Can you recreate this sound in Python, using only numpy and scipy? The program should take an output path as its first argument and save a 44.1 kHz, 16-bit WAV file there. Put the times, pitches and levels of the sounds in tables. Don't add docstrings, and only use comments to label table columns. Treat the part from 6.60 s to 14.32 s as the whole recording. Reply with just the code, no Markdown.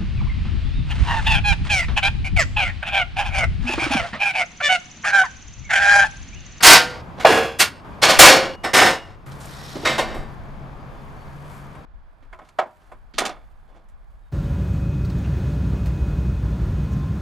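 import sys
import numpy as np
from scipy import signal
from scipy.fft import rfft, irfft, next_fast_len
from scipy.io import wavfile

SR = 44100
rng = np.random.default_rng(int(sys.argv[2]) if len(sys.argv) > 2 else 0)


def log_audio(samples):
    frames = np.atleast_2d(samples).T
    limited = np.clip(frames, -1, 1)
    pcm = np.round(limited * 32767).astype(np.int16)
    wavfile.write(sys.argv[1], SR, pcm)


N = 340452
T = np.arange(N) / SR
STEP = 16


# time in seconds, relative level in dB.
CLATTER = [
    [(0.004, -20), (0.02, -26.5)],
    [(0.024, -21), (0.032, -10), (0.072, 1.5), (0.146, -1), (0.26, -28.5), (0.41, -43.5)],
    [(0.596, -28), (0.61, -25.5), (0.63, -28.5), (0.638, -31.5)],
    [(0.646, -12), (0.652, -0.5), (0.662, -11)],
    [(0.662, -10.5), (0.68, -15), (0.704, -12.5), (0.768, -16.5), (0.788, -17.5), (0.975, -44)],
    [(0.986, -32), (1.002, -8.5), (1.018, -9), (1.11, -41.5), (1.2, -48.5)],
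    [(1.416, -28.5), (1.42, -18.5), (1.434, -7), (1.478, -14), (1.492, -10), (1.578, -20.5)],
    [(1.587, -11), (1.595, 4.5), (1.687, -2.5), (1.95, -39)],
    [(2.034, -32.5), (2.046, -17), (2.12, -34)],
    [(2.132, -17.5), (2.148, -7.5), (2.286, -12), (2.418, -43), (2.55, -53)],
    [(3.154, -30.5), (3.166, -46.5), (3.18, -48.5), (3.232, -48.5), (3.238, -39)],
    [(3.247, -31.5), (3.255, -13), (3.277, -15.5), (3.372, -29)],
    [(3.379, -21.5), (3.387, -17), (3.457, -34.5), (3.535, -36.5)],
    [(3.54, -38), (3.546, -35), (3.7, -57.5)],
]
# thud, knock, clang and sizzle in dB against the
# main band, dulling in dB per second (each band takes its own share), left minus right in dB.
CLATTER_COLOUR = [(-12.5, -8.5, -17.5, -36.5, 33.5, 7.5), (-11, -5.5, -3.5, -4.5, 101.5, -1.5),
                  (-11, -6, -11, -22.5, 32, 0), (-16, 14, -32.5, -30.5, 40, -1),
                  (3, 4, -12.5, -20, 17, -1.5), (-11.5, -7.5, -3.5, -3.5, 207, -1),
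                  (-6.5, 1.5, -1.5, -15, 103, -0.5), (-7, 0.5, -2, -4, 128.5, 0),
                  (-0.5, 2.5, -15, -20.5, 205, -2), (-3.5, 0.5, -7, -13, 71.5, -1),
                  (25, 17.5, 2, -25, 30, -1), (-4.5, 1, -8.5, -24, 42, -1.5), (1.5, 9, -6, -16, 179, -0.5),
                  (15, 11.5, -15, -17, 51, 0)]


def clatter():
    rise_s, t60_s = 0.0028, 0.063
    t = T[::STEP]
    start, end = np.array([(rows[0][0], rows[-1][0]) for rows in CLATTER]).T[:, :, None]
    thud, knock, clang, sizzle, dulling, pan = np.array(CLATTER_COLOUR).T[:, :, None]
    curves_db = np.array([np.interp(t, *np.transpose(rows)) for rows in CLATTER])
    db = curves_db - 60 * np.maximum(t - end, 0) / t60_s
    age = np.maximum(t - start, 0)
    power = (1 - np.exp(-age / rise_s)) ** 2 * from_db(2 * db)
    colour = np.hstack([thud, knock, 0 * pan, clang, sizzle])
    dulled_db = dulling * np.minimum(age, end - start)
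    return start, power, colour, dulled_db, pan


def strikes(size):
    per_s, t60_s, share, scatter_db = 110, .05, .3, 3
    r = from_db(-120 * STEP / (t60_s * SR))
    hit = rng.random(size) < per_s * STEP / SR
    tint = rng.standard_normal((len(COLOUR_HZ), size))
    strike_power = from_db(2 * scatter_db * tint[:, hit].T)
    out = []
    for hz in CENTRES:
        sizes = np.zeros(size)
        sizes[hit] = [at_colours(hz, colours) for colours in strike_power]
        run = signal.lfilter([1], [1, -r], sizes)
        out.append(1 + share * (run / run.mean() - 1))
    return out


# start in seconds, relative level in dB,
# thud, knock, clang and sizzle in dB against the main band, left minus right in dB, 60 dB fall in seconds.
STEEL_BLOWS = [(1.494, -16, -6, 0, 4, -6, 0, 0.19), (2.1322, -9, -5, 2, -14, -22, -4, .08),
               (2.227, -7, 1, 13, -15, -18, -2, 0.052), (2.265, -13, -10, 16.5, -13, -20, 0, 0.092),
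               (2.328, -20.5, 11, 8, 0, -20, 2, 0.074), (3.1555, -42, 16, 18, -8, -25, -2, .05),
               (3.166, -36, 23, 21, -8, -25, -2, 0.046)]
# frequency in Hz, change in dB.
STEEL_EDGES = [(60, -20), (110, -7.5), (200, -1), (300, 0.5), (10000, -0.5), (12000, -5.5), (16300, -15)]


def steel(metal):
    laid = [np.vstack(pair) for pair in zip(clatter(), blows(STEEL_BLOWS, KNOCK_RISE_S))]
    lumps = strikes(len(T[::STEP]))
    return contacts(laid, metal, STEEL_EDGES, tail_db=-10, grain_db=0.46, lumps=lumps)


# frequency in Hz, relative level in dB,
# 60 dB fall in seconds (when played, never longer than 0.9).
BUNDLE = [(495, -10, 0.94), (1125, -8, 0.38), (1416, -2, 0.47), (1567, 0, 0.27), (1782, -6, 0.33),
          (2342, -8, 0.28), (2853, -11, 0.31), (3085, -6, 0.24), (3585, -12, 0.22), (3801, -3, 0.15),
          (4452, -9, 0.34), (5281, -19, 0.39), (6498, -18, 0.42), (9991, -13, 0.12), (10470, -20, 0.16),
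          (10610, -17, 0.15), (10890, -29, 0.24), (11790, -28, 0.23)]
THIN_PIPE = [(463, 0, 0.27), (538, -2, 0.34), (1567, -12, 0.53), (1674, -1, 0.15), (2347, -13, 0.39),
             (2492, -15, 0.37), (2600, -15, 0.39), (2719, -12, 0.53), (3219, -17, 0.45), (3332, -11, 0.43),
             (3451, -15, 0.42), (4097, -19, 0.33), (4387, -21, 0.39), (4829, -20, 0.31), (5211, -15, 0.3),
             (6288, -24, 0.4), (7095, -27, 0.39), (7305, -25, 0.31)]
CHANNEL = [(603, -19, 0.36), (1427, 0, 0.097), (2627, -24, 0.3), (3225, -8, 0.1), (4221, -31, 0.39),
           (4355, -17, 0.17), (4683, -15, 0.12), (5394, -27, 0.27), (6503, -21, 0.16), (7397, -19, 0.1),
           (8096, -26, 0.45), (8419, -24, 0.17), (9119, -18, 0.21), (10160, -38, 0.26)]
THICK_PIPE = [(528, -4, 0.71), (1190, -11, 0.47), (1480, -3, 0.21), (1879, -4, 0.2), (2223, 0, 0.15),
              (2353, -8, 0.27), (2589, -18, 0.5), (2810, -16, 0.53), (3338, -13, 0.26), (4177, -14, 0.27),
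              (4301, -11, 0.3), (5033, -10, 0.18), (5276, -13, 0.29), (5346, -21, 0.36), (5690, -14, 0.19),
              (7757, -30, 0.36), (8947, -19, 0.15), (9668, -25, 0.18)]
SECOND_PIPE = [(447, -11, 0.35), (538, 0, 0.18), (738, -16, 0.55), (969, -10, 0.25), (1480, -16, 0.47),
               (2584, -21, 0.25), (2799, -18, 0.58), (3101, -23, 0.35), (3467, -24, 0.35),
               (3784, -26, 0.34), (4199, -15, 0.13), (4457, -13, 0.14), (5163, -22, 0.17),
               (7908, -39, 0.48), (9421, -38, 0.33), (9868, -36, 0.21)]
RAIL = [(226, -7, 0.89), (334, -12, 5.0), (517, -4, 0.23), (1464, -16, 3.0), (1567, -11, 0.58),
        (1776, -10, 2.5), (1997, -18, 1.9), (2105, 0, 0.12), (2223, -25, 5.0), (2331, -7, 0.2),
        (2837, -13, 0.35), (3090, -20, 0.63), (3467, -27, 5.0), (3720, -33, 1.3), (4479, -20, 0.38),
        (4705, -14, 0.45), (5410, -25, 0.34), (9318, -52, 5.0)]
FREE_PIPE = [(2870, 0.0013, 1)]
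LATCH = [(727, -2, 0.2), (1238, 0, 0.15), (1362, -11, 0.24), (2239, -9, 0.15), (2589, -11, 0.16),
         (3408, -5, 0.1), (3564, -4, 0.1), (4237, -17, 0.16), (4452, -14, 0.12), (5120, -19, 0.14)]
BOX = [(366, -8.5, 0.22), (563, -30, 0.18), (614, -7.5, 0.36), (657, -3.5, 0.17), (700, -10, 0.14),
       (955, -13, 0.48), (1013, -2.5, 0.13), (1080, -7, 0.11), (1270, -2, 0.081), (1360, -10, 0.15),
       (4312, -38, 0.17), (7510, -37, 0.16)]
# start in seconds, end in seconds, relative level in dB, modes.
PIECES = [(0, .415, -18.5, BUNDLE), (.64, 0.989, -7.5, THIN_PIPE), (.98, 1.237, -13.5, CHANNEL),
          (1.3, 1.954, -15, THICK_PIPE), (1.7, 2.464, -28.5, FREE_PIPE), (2.0, 2.655, -15, SECOND_PIPE),
          (3.1, 5.25, -8.5, RAIL), (5.6, 6.502, -7, BOX), (6.5, 7.706, -14, LATCH)]
# frequency in Hz,
# width in Hz (under 18 counts as 18), level in dB against the others of its piece.
BUNDLE_HELD = [(746, 49, -2), (928, 44, -2.5), (1130, 25, -7.5), (1550, 26, 2), (2010, 39, 0),
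               (2480, 24, -4.5), (2800, 18, -12.5), (2900, 39, -12.5), (3240, 26, -8.5), (3700, 25, -11),
               (3830, 23, -6.5), (4500, 110, 2), (4772, 11, -3), (5260, 61, -1), (5825, 56, -9.5),
               (8010, 53, -9)]
THIN_PIPE_HELD = [(458, 91, 3), (750, 59, 1), (1027, 100, -30.5), (1630, 39, -13), (2520, 21, -6.5),
                  (2820, 7.3, -4), (2930, 29, -22.5), (3074, 39, -22.5), (3330, 27, -15), (4360, 38, -14)]
CHANNEL_HELD = [(2750, 57, 3.5), (2780, 66, -4), (3200, 130, -19), (3700, 69, -15), (4050, 38, -2),
                (4500, 36, 2), (5200, 57, -6), (5150, 43, -3), (6980, 39, -17.5), (8760, 130, -1)]
THICK_PIPE_HELD = [(539.4, 280, 4.5), (1466, 16, -2.5), (1698, 62, 3.5), (2400, 140, 1), (2730, 27, -8),
                   (2840, 59, -2.5), (4410, 23, 4.5), (4840, 100, -6), (5550, 19, -2.5), (5560, 140, -12),
                   (5840, 96, -18), (6450, 36, -16), (7670, 77, -20.5), (7840, 71, -16.5),
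                   (8350, 36, -12.5), (8597, 74, -10.5)]
SECOND_PIPE_HELD = [(327.4, 58, -6.5), (752, 210, 5), (1540, 17, 3), (1795, 40.8, 8), (1905, 15, -1.5),
                    (2025, 31, 5), (2180, 25.2, -11), (2790, 120, -2), (2970, 15, -6), (3000, 76, -19),
                    (3780, 39, -0.5), (5270, 270, 3), (6160, 57, -23), (6350, 46, -23), (6830, 54, -11),
                    (8150, 109, -3.5)]
RAIL_HELD = [(625, 61, 9), (1300, 32, -26), (1450, 27, -1), (1837, 55, 10.5), (2060, 25, -12),
             (2190, 17, -49), (2610, 33, 5), (3090, 180, 6), (3790, 122, 11.5), (3980, 150, -4),
             (4040, 50, -12), (4810, 92, -16), (4930, 55, -5), (5470, 27, 2), (5650, 27, -18),
             (7870, 86, -0.5)]
# start in seconds, end in seconds, relative level in dB, resonances.
HELD = [(0, 0.425, -11, BUNDLE_HELD), (0.639, .99, -6, THIN_PIPE_HELD), (0.98, 1.25, -11, CHANNEL_HELD),
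        (1.301, 1.962, -12.5, THICK_PIPE_HELD), (1.997, 2.67, -8.5, SECOND_PIPE_HELD),
        (3.2, 3.9, -9.5, RAIL_HELD)]


def rings(force):
    jolt, jolt_rise = .8, .3
    out, jolts = np.zeros((2, N)), rng.standard_normal(N)
    held = [(start, end, db, damped(peaks)) for start, end, db, peaks in HELD]
    for start, end, ring_db, modes in PIECES + held:
        span = slice(int(start * SR), int(end * SR))
        for k, (hz, db, t60) in enumerate(modes):
            nearest = np.argmin(abs(np.log(hz / np.array(COLOUR_HZ))))
            push = force[nearest, span] + 1e-9
            r = from_db(-120 / (np.clip(t60, .014, .9) * SR))
            swing = np.sqrt(signal.lfilter([1 - r], [1, -r], push ** 2))
            jolt_size = jolt * (hz / COLOUR_HZ[2]) ** jolt_rise * np.sqrt(1 - r) * push / swing
            jolted = np.roll(jolts, 997 * k)[span] * jolt_size
            tone = swing * np.sin(2 * np.pi * hz * T[span] + np.cumsum(jolted))
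            side_db = rng.normal(0, 0.77) * np.array([[1], [-1]])
            out[:, span] += tone * from_db(db + ring_db + side_db)
    return out


def damped(peaks):
    top = max(db for hz, width_hz, db in peaks)
    return [(hz, db - top, np.log(1000) / (np.pi * max(width_hz, 18))) for hz, width_hz, db in peaks]


# start in seconds, relative level in dB,
# thud, knock, clang and sizzle in dB against the main band, left minus right in dB, 60 dB fall in seconds.
KNOCKS = [(2.7112, -50.5, 1, -2, 5, -7, -2, 0.15), (2.7994, -51, 8, -1, 2, 5, -2, 0.27),
          (2.8537, -40, 12, 17, -5, 9, 1, 0.038), (5.1492, -38.5, 0, 8, -26.5, -16, 3, 0.075),
          (5.622, -54, 8, 3, -16.5, -31, -5, 0.2), (5.7275, -29, -19, -1.5, -33, -36.5, -3, 0.074),
          (5.7879, -35, -10.5, 11.5, -26.5, -32, -1.5, 0.08), (5.813, -44.5, 5, 6, -29, -34, -5, 0.15),
          (5.8865, -40, -5.5, -8, -10, -16.5, -3.5, 0.048),
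          (5.9861, -7, -23.5, 14, -22.5, -45.5, -2.5, 0.061), (6.021, -35, 2, 24, -38.5, -43, -4, .076),
          (6.057, -47.5, 20, 17, -28.5, -39, 3.5, 0.098), (6.316, -36, 1, 12, -33.5, -23, -2.5, 0.075),
          (6.3387, -57.5, 16.5, 11, -29, -43, -8, 0.11), (6.5365, -42, 14, -16, -4.5, -36, -4.5, 0.29),
          (6.5809, -10, -8.5, 4, -4, -14.5, -2, 0.1), (6.605, -24, 5, 9.5, -21, -34, -3, 0.36),
          (6.6508, -17.5, 7.5, -1, -4.5, -17, -2, 0.1), (6.6902, -29.5, -23, 12, -7, -27, -2, 0.09),
          (7.2844, -57, -1, 0, -11.5, -5, -5, 0.083)]
SCUFFS = [(.572, -32.5, 19, 13, -11.5, -33, -4.5, 0.22), (5.835, -51, 6, 1.5, -6, -17, 2, .23),
          (6.2, -59, -3, 15, -8, -20, 1, 0.48), (7.07, -55, 6.5, 14, -20, -27.5, -3.5, 0.42),
          (7.14, -51.5, 15.5, 16, -10, -25, -5, 0.22)]
# frequency in Hz, change in dB.
BOX_EDGES = [(60, -51), (110, -27.5), (200, 5.5), (300, -1), (10000, 2.5), (12000, -12), (16300, -20)]
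KNOCK_RISE_S, SCUFF_RISE_S = 0.0032, .02


def tool_box(metal):
    handling = [np.vstack(pair) for pair in zip(blows(KNOCKS, KNOCK_RISE_S), blows(SCUFFS, SCUFF_RISE_S))]
    return contacts(handling, metal, BOX_EDGES, tail_db=-12.5, grain_db=2.6, lumps=np.ones(len(CENTRES)))


def blows(rows, rise_s):
    start, db, thud, knock, clang, sizzle, pan, t60 = np.array(rows).T[:, :, None]
    age = np.maximum(T[::STEP] - start, 0)
    power = (1 - np.exp(-age / rise_s)) ** 2 * from_db(2 * db - 120 * age / t60)
    colour = np.hstack([thud, knock, 0 * db, clang, sizzle])
    return start, power, colour, 0 * age, pan


COLOUR_HZ = [260, 700, 1800, 4600, 10000]
DULLING_SHARE = [0.35, 0.085, -0.01, -0.19, -0.74]
# frequency in Hz, 60 dB fall in seconds.
BLUR_TAIL = [(150, 0.22), (500, 0.25), (1500, 0.26), (4000, 0.14), (8000, 0.06), (14000, 0.18)]
# frequency in Hz, likeness (1 is the same).
BLUR_ALIKE = [(60, .75), (150, .88), (500, .94), (1200, .92), (2500, .96), (4500, .97), (8000, .82),
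              (12000, .6)]
# time in seconds, traffic level from then on in dB before its swell.
JUMPS = [(0, -50.5), (.415, -50.5), (1.247, -45.5), (1.959, -48), (2.664, -41.5), (5.251, -58.5)]


def contacts(events, bands, edges, tail_db, grain_db, lumps):
    blur_db = 2.5
    t = T[::STEP]
    start, power, colour, dulled_db, pan = events
    jump_s = [row[0] for row in JUMPS]
    shot = np.searchsorted(jump_s, t)
    power = power * (shot == np.searchsorted(jump_s, start))
    uneven = from_db(2 * grain_db * drift(150)[::STEP])
    noise = 0
    for hz, band, lump in zip(CENTRES, bands, lumps):
        tint = np.array([at_colours(hz, c) + at_hz(edges, hz) for c in colour])
        settled = power * from_db(2 * at_colours(hz, DULLING_SHARE) * dulled_db)
        side_gain = from_db(2 * tint + pan.T * [[1], [-1]])
        direct = (side_gain @ settled) * uneven * lump
        r = from_db(-120 * STEP / (at_hz(BLUR_TAIL, hz) * SR))
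        tail = np.hstack([signal.lfilter([1 - r], [1, -r], direct[:, shot == k]) for k in np.unique(shot)])
        level = np.sqrt(direct + from_db(2 * tail_db) * tail)
        noise = noise + [np.interp(T, t, side) for side in level] * stereo(band, hz, BLUR_ALIKE)
    force = []
    for share in DULLING_SHARE:
        ring_share = share + .1 if share > 0 else share * 0.32
        ring_power = (power * from_db(2 * ring_share * dulled_db)).sum(axis=0)
        force.append(np.interp(T, t, np.sqrt(ring_power * uneven)))
    return from_db(blur_db) * noise, np.array(force)


# time in seconds, relative level in dB.
STRAP = [
    [(2.66, -56), (2.732, -61.5), (2.85, -52), (3.272, -55), (3.372, -52), (3.434, -63.5), (3.64, -85.5),
     (3.75, -69.5)],
    [(4.3, -78), (4.81, -66), (4.956, -58), (5.098, -70.5), (5.253, -82.5)],
    [(5.26, -91.5), (5.52, -84), (6.18, -71), (6.57, -81.5), (6.71, -73.5), (7.31, -82), (7.72, -76.5)],
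]
# frequency in Hz, relative level in dB per Hz.
STRAP_COLOUR = [(880, -24), (1500, 0.5), (1950, -5), (2360, -8), (2550, -8.5), (4860, -12.5), (10700, -10),
                (15000, -25)]
# time in seconds, level in dB against the rustle.
PIPE_SLIDE = [(2.8, -12), (2.95, 5.5), (3.1, 9), (3.25, 5.5), (3.4, -23)]
# frequency in Hz, width in Hz, relative level in dB.
SLIDING_PIPE = [(1940, 120, 1), (3860, 750, 6.5), (4500, 530, -1), (5250, 600, 5)]


def strap(bands):
    level = sum(from_db(in_time(rows, -200)[0]) for rows in STRAP)
    grain = from_db(2.2 * drift(120))
    rustle = level * grain * steady(bands, STRAP_COLOUR, AIR_ALIKE, patchy_db=.4)
    sliding = from_db(in_time(PIPE_SLIDE, -200)[0]) * rustle
    woken = 0
    for hz, width_hz, db in SLIDING_PIPE:
        r = np.exp(-np.pi * width_hz / SR)
        resonator = [1, -2 * r * np.cos(2 * np.pi * hz / SR), r * r]
        woken += from_db(db) * signal.lfilter([1 - r, 0, r - 1], resonator, sliding)
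    return rustle + woken


# time in seconds, level in dB before a slow random wobble.
RUMBLE = [(0.0, -47), (0.08, -27), (0.19, -56), (0.75, -45), (1.07, -61), (1.53, -51), (1.59, -22),
          (1.78, -44), (3.2, -48.5), (3.59, -29), (3.65, -38), (5.25, -48), (5.35, -36.5), (5.57, -55),
          (5.65, -43), (6.1, -67), (6.32, -48), (7.72, -42.5)]


def low_rumble():
    band = signal.butter(3, [14, 48], "band", fs=SR, output="sos")
    low = signal.sosfilt(band, rng.standard_normal((3, N)))
    level = from_db(in_time(RUMBLE)[0] + 1.0 * drift(3.4))
    return level * rms_one(0.1 * low[0] + low[1:])


# start in seconds, end in seconds, first pitch in Hz, last pitch in Hz, peak level in dB.
BIRDS = [(4.189, 4.247, 4840, 4750, -66.5), (4.306, 4.47, 3500, 3470, -65),
         (4.56, 4.662, 4480, 4500, -64.5), (5.16, 5.22, 3840, 3787, -66), (7.619, 7.708, 3780, 3680, -76)]


def birds():
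    out = np.zeros(N)
    for start, end, hz, end_hz, db in BIRDS:
        share = np.clip((T - start) / (end - start), 0, 1)
        swell = np.sqrt(np.sin(np.pi * share) + 1e-12)
        phase = 2 * np.pi * np.cumsum(hz + (end_hz - hz) * share) / SR
        out += from_db(db) * swell * np.sin(phase)
    return out


# time in seconds, pitch in Hz before a random waver, relative level in dB.
ENGINE = [(2.67, 134, -43), (2.78, 140.1, -44), (3.15, 136, -48), (3.28, 139.8, -46), (3.34, 134.2, -39.5),
          (3.46, 131.5, -52.5), (3.64, 136.7, -45.5), (4.59, 141.1, -50.5), (4.82, 143.2, -45.5),
          (5.19, 138.5, -47.5), (5.25, 139.7, -51.5)]


def engine():
    hz, db = in_time(ENGINE)
    level = from_db(db + 4.5 + 1.6 * drift(9))
    tone = level * np.sin(2 * np.pi * np.cumsum(hz + 2.0 * drift(12.5)) / SR)
    return tone * ((T > JUMPS[-2][0]) & (T < JUMPS[-1][0]))


# frequency in Hz, relative level in dB per Hz.
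TRAFFIC = [(24, -33), (40, -2.5), (74, 1), (108, -1), (135, -2.5), (164, -3.5), (221, -6), (373, -12.5),
           (980, -10.5), (2850, -30.5), (4790, -39.5), (6620, -46.5), (15000, -53.5)]
QUIET_TRAFFIC = [(38, -31), (65, -9.5), (96, -10.5), (162, -15.5), (190, -18), (420, -27.5), (777, -18.5),
                 (1610, -25.5), (2370, -39.5), (3830, -42), (6030, -75), (15000, -78)]
# time in seconds, dB added to the level set at the jumps.
TRAFFIC_SWELL = [(0, 14.5), (2.6, 2.5), (3.7, 2), (4.5, 1.5), (5.25, 0.5), (6.2, 0), (7.0, 0), (7.72, -2)]
# frequency in Hz, likeness (1 is the same).
AIR_ALIKE = [(60, 0.57), (180, 0.79), (550, 0.73), (1650, 0.21), (4970, 0.96), (15000, 0.78)]


def traffic(bands):
    jump_s, jump_db = np.transpose(JUMPS)
    latest = np.maximum(np.searchsorted(jump_s, T) - 1, 0)
    level_db = jump_db[latest] + in_time(TRAFFIC_SWELL)[0]
    near = steady(bands, TRAFFIC, AIR_ALIKE, patchy_db=.6)
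    far = steady(bands, QUIET_TRAFFIC, AIR_ALIKE, patchy_db=.4)
    return from_db(level_db) * np.where(T < jump_s[-1], near, far)


# time in seconds, left minus right in dB.
TRAFFIC_PAN = [(0, 0.5), (2.6, 2), (5.25, 2), (5.26, -5.5), (7.72, -4)]


def background(bands):
    pan_db = in_time(TRAFFIC_PAN)[0] / 2 * [[1], [-1]]
    return (traffic(bands) + engine()) * from_db(pan_db)


def from_db(db):
    return 10 ** (np.asarray(db) / 20)


def rms_one(x):
    return x / np.sqrt(np.mean(x ** 2) + 1e-20)


def in_time(rows, outside=None):
    s, *columns = np.transpose(rows)
    return [np.interp(T, s, c, outside, outside) for c in columns]


def at_hz(points, hz):
    points_hz, values = np.transpose(points)
    return np.interp(np.log(hz), np.log(points_hz), values)


def at_colours(hz, values):
    return np.interp(np.log(hz), np.log(COLOUR_HZ), values)


def drift(rate):
    r = np.exp(-80 * np.pi * rate / SR)
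    draws = rng.standard_normal(N // 40 + 2002)
    slow = signal.lfilter([1], [1, -2 * r, r * r], draws)[2000:]
    return np.interp(np.arange(N) / 40, np.arange(len(slow)), rms_one(slow))


CENTRES = 45 * 2 ** np.arange(0, 8.6, .5)


def noise_bands(ripple_db=0):
    size = next_fast_len(N)
    hz_axis = np.arange(size // 2 + 1) * SR / size
    ripple = np.interp(hz_axis, np.arange(1500) * 16, rng.standard_normal(1500))
    gain = rms_one(from_db(ripple_db * ripple))
    white = irfft(rfft(rng.standard_normal((2, 2, size))) * gain, size)[..., :N]
    bands = []
    for k, hz in enumerate(CENTRES):
        band_filter = signal.butter(2, [hz / 2 ** .25, hz * 2 ** .25], "band", fs=SR, output="sos")
        bands.append(signal.sosfilt(band_filter, white[k % 2]))
    return bands


def stereo(band, hz, likeness):
    alike = np.clip(at_hz(likeness, hz), 0, .995)
    return np.sqrt(1 + alike) * band[0] + np.sqrt(1 - alike) * band[1] * [[1], [-1]]


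def steady(bands, spectrum, likeness, patchy_db):
    together = drift(1.7)
    out = 0
    for hz, band in zip(CENTRES, bands):
        flicker_db = patchy_db * (0.56 * together + drift(8.7))
        out = out + from_db(at_hz(spectrum, hz) + flicker_db) * stereo(band, hz, likeness)
    return rms_one(out)


def scene():
    metal, air = noise_bands(ripple_db=2.8), noise_bands()
    steel_noise, steel_force = steel(metal)
    box_noise, box_force = tool_box(metal)
    small = box_noise + rings(steel_force + box_force)
    no_bass = signal.butter(3, 149, "high", fs=SR, output="sos")
    small = signal.sosfilt(no_bass, small)
    return steel_noise + small + strap(air) + low_rumble() + birds() + background(air)


def record(dry):
    overload, cutoff_hz = 1.04, 15600
    flat = np.clip(dry, -overload, overload)
    return signal.sosfilt(signal.cheby2(20, 60, cutoff_hz, fs=SR, output="sos"), flat)


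dry = scene()
out = record(dry)
log_audio(out)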